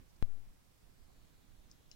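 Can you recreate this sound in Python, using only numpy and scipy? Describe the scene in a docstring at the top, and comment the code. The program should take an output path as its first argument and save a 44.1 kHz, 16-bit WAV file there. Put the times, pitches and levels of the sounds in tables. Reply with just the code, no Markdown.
"""A lighter burns under a solder joint, close to the microphone in a quiet room.
Its gas lever clicks shut, and it clicks once more as the hand takes it away; each click rings its hood.
Before that, a sharp pop, a sudden step in pressure, hits the left microphone.
Moving air rumbles softly, the thumb rubs on the lighter, and a thin, faint hiss sinks in pitch.
Steady hiss and a faint hum lie underneath."""
import sys
import numpy as np
from scipy import signal
from scipy.fft import rfft, irfft
from scipy.io import wavfile

SR = 44100
rng = np.random.default_rng(int(sys.argv[2]) if len(sys.argv) > 2 else 0)


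def wrap_up_sound(samples):
    """Save the sound to the file named by the first command line argument, as 16-bit audio."""
    columns = np.atleast_2d(samples).T
    # keep every value between -1 and 1, then stretch to whole-number steps
    tamed = np.clip(columns, -1, 1)
    steps = np.round(tamed * 32767).astype(np.int16)
    wavfile.write(sys.argv[1], SR, steps)


N = 85995
T = np.arange(N) / SR


def from_db(db):
    """Turn decibels into a number to multiply by."""
    return 10 ** (np.asarray(db) / 20)


def rms_one(x):
    """Scale a signal so that its average strength (rms) is 1."""
    return x / np.sqrt(np.mean(x ** 2) + 1e-20)


def in_time(rows):
    """Join a table's points with straight lines, giving a value at every sample."""
    times, *columns = np.transpose(rows)
    return [np.interp(T, times, column) for column in columns]


def butter(x, hz, kind, order=2):
    """Keep the lows, the highs or a band of a sound (a Butterworth filter)."""
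    return signal.sosfilt(signal.butter(order, hz, kind, fs=SR, output="sos"), x + 1e-18)


def slow_noise(hz):
    """A random wobble of strength 1, mostly slower than the given rate."""
    return rms_one(butter(rng.standard_normal(N + SR), hz, "low")[SR:])


def stereo_noise(spectrum):
    """Separate noise for left and right, shaped by a table of levels per Hz."""
    hz, *sides = np.transpose(spectrum)
    log_hz = np.log(np.maximum(np.fft.rfftfreq(N, 1 / SR), 1))
    gains = from_db([np.interp(log_hz, np.log(hz), side) for side in sides])
    return irfft(rfft(rng.standard_normal((2, N))) * gains, N) * np.sqrt(SR / 2)


def bump(middle_s, half_s):
    """A smooth rise and fall around a moment."""
    return np.exp(-np.minimum(((T - middle_s) / half_s) ** 2, 40))


def dying(start_s, fade_s):
    """Jump to 1, then fade by 60 dB every fade_s seconds."""
    return (T >= start_s) * np.exp(-np.log(1000) * np.clip((T - start_s) / fade_s, 0, 10))


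def ring(start_s, hz, fade_s):
    """One pure tone that is struck and dies away."""
    return dying(start_s, fade_s) * np.sin(2 * np.pi * hz * (T - start_s))


def room(x):
    """The walls send back a short blur of echoes, different for each ear."""
    tails = rng.standard_normal((2, N)) * dying(start_s=.0051, fade_s=.16)
    return np.array([signal.fftconvolve(x, tail / np.linalg.norm(tail))[:N] for tail in tails])


# Room and microphone hiss, from low to high: pitch_hz, left_db_per_hz, right_db_per_hz
ROOM_HISS = [(28, -105, -96), (125, -97, -96.5), (237, -106, -103), (650, -108, -108), (1500, -114, -110.5),
             (3500, -116, -113), (7560, -118, -115.5), (11500, -120.5, -116), (15600, -120.5, -116.5)]
# Mains hum and a faint electronic whine: pitch_hz, level_db
HUM_TONES = [(59.5, -82), (108, -79.5), (7897, -99)]

def background():
    """The room and microphones hiss steadily over a faint electrical hum."""
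    hiss = stereo_noise(ROOM_HISS)
    hum = sum(from_db(db) * np.sin(2 * np.pi * (hz * T + rng.random())) for hz, db in HUM_TONES)
    return hiss + np.sqrt(2) * hum


# The air's rumble before it swells and flutters: pitch_hz, left_db_per_hz, right_db_per_hz
AIR_RUMBLE = [(25.6, -92.5, -76), (97, -92, -91), (251.6, -99.5, -97), (508, -110, -107),
              (1080, -114, -111), (3240, -123, -120), (9600, -140, -138)]
# How the draught grows and eases: time_s, gain_db
DRAUGHT_STRENGTH = [(0, 6.5), (.1, -4.5), (.22, 4), (.33, 4.5), (.42, 2), (.48, 0.5), (.57, -3.5),
                    (.78, -8.5), (.84, 1.5), (.94, -1.5), (1.03, 0.5), (1.19, 2), (1.45, -1), (1.67, 2),
                    (1.78, -1), (1.95, 0)]
# Single puffs of air: middle_s, right_level_db
AIR_PUFFS = [(0.031, -50.5), (0.479, -46.5), (1.027, -48.5), (1.183, -49), (1.351, -58), (1.589, -46.5),
             (1.66, -54)]

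def moving_air(flutter_db=2.5, flutter_hz=19, puff_left_db=-6):
    """Air rumbles over the microphones, each octave fluttering by itself, and puffs push on them."""
    draught_db, = in_time(DRAUGHT_STRENGTH)
    spectrum = rfft(stereo_noise(AIR_RUMBLE))
    hz = np.fft.rfftfreq(N, 1 / SR)
    octave = np.clip(np.log2(hz / 40 + 1e-9), 0, 6).astype(int)   # counted up from 40 Hz
    rumble = np.zeros((2, N))
    for k in np.unique(octave):
        band = irfft(spectrum * (octave == k), N)
        rumble += band * from_db(flutter_db * slow_noise(flutter_hz))
    puffs = sum(from_db(db) * bump(middle_s, half_s=.006) for middle_s, db in AIR_PUFFS)
    return rumble * from_db(draught_db) + puffs * from_db([[puff_left_db], [0]])


# The path of the thin hiss's lower band: time_s, pitch_hz, left_level_db
HISS_GLIDE = [(0, 5800, -87), (.45, 5500, -87.5), (.8, 5150, -86), (1.0, 4700, -83), (1.17, 4100, -81),
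              (1.45, 3900, -83), (1.7, 3600, -81.5), (1.95, 3500, -80.5)]

def thin_hiss(width_hz=1070, upper_ratio=1.7, upper_db=-5, right_db=-6.5):
    """Two narrow bands of hiss glide down together."""
    hz, db = in_time(HISS_GLIDE)
    phase = 2 * np.pi * np.cumsum(hz) / SR
    # Wobbling a tone at random spreads it into a band of hiss.
    lower, upper = [slow_noise(width_hz / 2) * np.cos(p) + slow_noise(width_hz / 2) * np.sin(p)
                    for p in (phase, upper_ratio * phase)]
    return from_db(db) * (lower + from_db(upper_db) * upper) * from_db([[0], [right_db]])


# The thumb's rubs: middle_s, half_length_s, level_db
THUMB_RUBS = [(0.1, 0.021, -78), (0.164, 0.0057, -73), (1.706, 0.011, -75)]

def thumb(band_hz=(4300, 6600)):
    """The thumb shifts on the lighter with short, faint rubs."""
    grit = rms_one(butter(rng.standard_normal((2, N)), band_hz, "band"))
    return grit * sum(from_db(db) * bump(middle_s, half_s) for middle_s, half_s, db in THUMB_RUBS)


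def pop(start_s=.2258, left_db=-14.3, right_db=-47.3, ring_hz=4030, ring_width_hz=520):
    """A step in pressure hits the microphone; a high resonance smears its edge and rings briefly."""
    step = 1.0 * (T >= start_s)
    rounded = butter(step, hz=4700, kind="low")
    slow = butter(step, hz=200, kind="low", order=1)
    edge = .28 * step + .28 * rounded + .44 * slow
    # This all-pass filter delays pitches near ring_hz without changing their strength.
    radius = np.exp(-np.pi * ring_width_hz / SR)
    feedback = [1, -2 * radius * np.cos(2 * np.pi * ring_hz / SR), radius * radius]
    smeared = signal.lfilter(feedback[::-1], feedback, edge)
    ping = from_db(-34) * ring(start_s, ring_hz, fade_s=.024)
    return from_db([[left_db], [right_db]]) * (smeared - ping)


# The lighter's two clicks: start_s, gain_db, low_cut_hz, left_minus_right_db, ring_gain_db
LIGHTER_CLICKS = [(1.7136, -45.5, 4520, 4.5, -13), (1.9142, -45, 2300, 9.5, -2)]
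# The tiny taps inside one click: delay_s, relative_level_db
CLICK_TAPS = [(0, -3), (.0004, 4.5), (.0012, -8), (.0018, -12), (.0029, -6)]
# The tones of the lighter's metal hood: pitch_hz, relative_level_db, fade_s
HOOD_TONES = [(2770, -3.5, 0.0058), (2940, -21.5, .13), (4000, -24.5, 0.2), (4160, -23.5, 0.29),
              (4840, -14.5, 0.04), (5070, -15, 0.015), (5440, -19.5, 0.042), (6420, -20, 0.085),
              (6800, -12.5, 0.031)]

def lighter(crack_band_hz=(4780, 6580), crack_db=2, high_cut_hz=7600, right_lag_s=.0002, room_db=-11.5):
    """Each click is a quick cluster of sharp taps that sets the metal hood ringing."""
    out = np.zeros((2, N))
    for start_s, gain_db, low_cut_hz, pan_db, ring_db in LIGHTER_CLICKS:
        taps = np.zeros(N)
        for delay_s, db in CLICK_TAPS:
            taps[int((start_s + delay_s) * SR)] += from_db(db) * rng.choice([-1, 1])
        crack = butter(taps, crack_band_hz, "band")
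        crack = from_db(crack_db) * crack / np.abs(crack).max()
        hood = np.zeros(N)
        for hz, db, fade_s in HOOD_TONES:
            strength = from_db(db + ring_db + rng.normal(0, 1)) * rng.choice([-1, 1])
            hood += strength * ring(start_s, hz, fade_s)
        click = from_db(gain_db) * butter(crack + hood, [low_cut_hz, high_cut_hz], "band", order=3)
        late_click = np.interp(T - right_lag_s, T, click)
        out += [click * from_db(pan_db / 2), late_click * from_db(-pan_db / 2)]
        out += from_db(room_db) * room(click)
    return out


def scene():
    """All the sounds add up at the two microphones."""
    return pop() + lighter() + thumb() + thin_hiss() + moving_air() + background()


def record(dry, sag_s=.041, limit_db=-20, look_ahead_s=.0035, react_s=.003, cutoff_hz=15900):
    """The microphone lets the pop sag, a limiter flattens its top, and the highest treble is cut."""
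    # Two coupling stages pass only changes, so a step sags and swings back.
    corner_hz = 1 / (2 * np.pi * sag_s)
    x = butter(dry, corner_hz, "high", order=1)
    x = butter(x, corner_hz, "high", order=1)
    # The limiter looks ahead and smoothly turns down whatever is too loud.
    over_db = np.maximum(20 * np.log10(np.abs(x) + 1e-9) - limit_db, 0)
    ahead_db = np.maximum(over_db, np.roll(over_db, -int(look_ahead_s * SR), axis=1))
    smoothing = np.exp(-1 / (react_s * SR))
    turn_down_db = signal.lfilter([1 - smoothing], [1, -smoothing], ahead_db)
    treble_cut = signal.ellip(10, .1, 70, cutoff_hz, fs=SR, output="sos")
    return signal.sosfilt(treble_cut, x * from_db(-turn_down_db))


dry = scene()
out = record(dry)
wrap_up_sound(out)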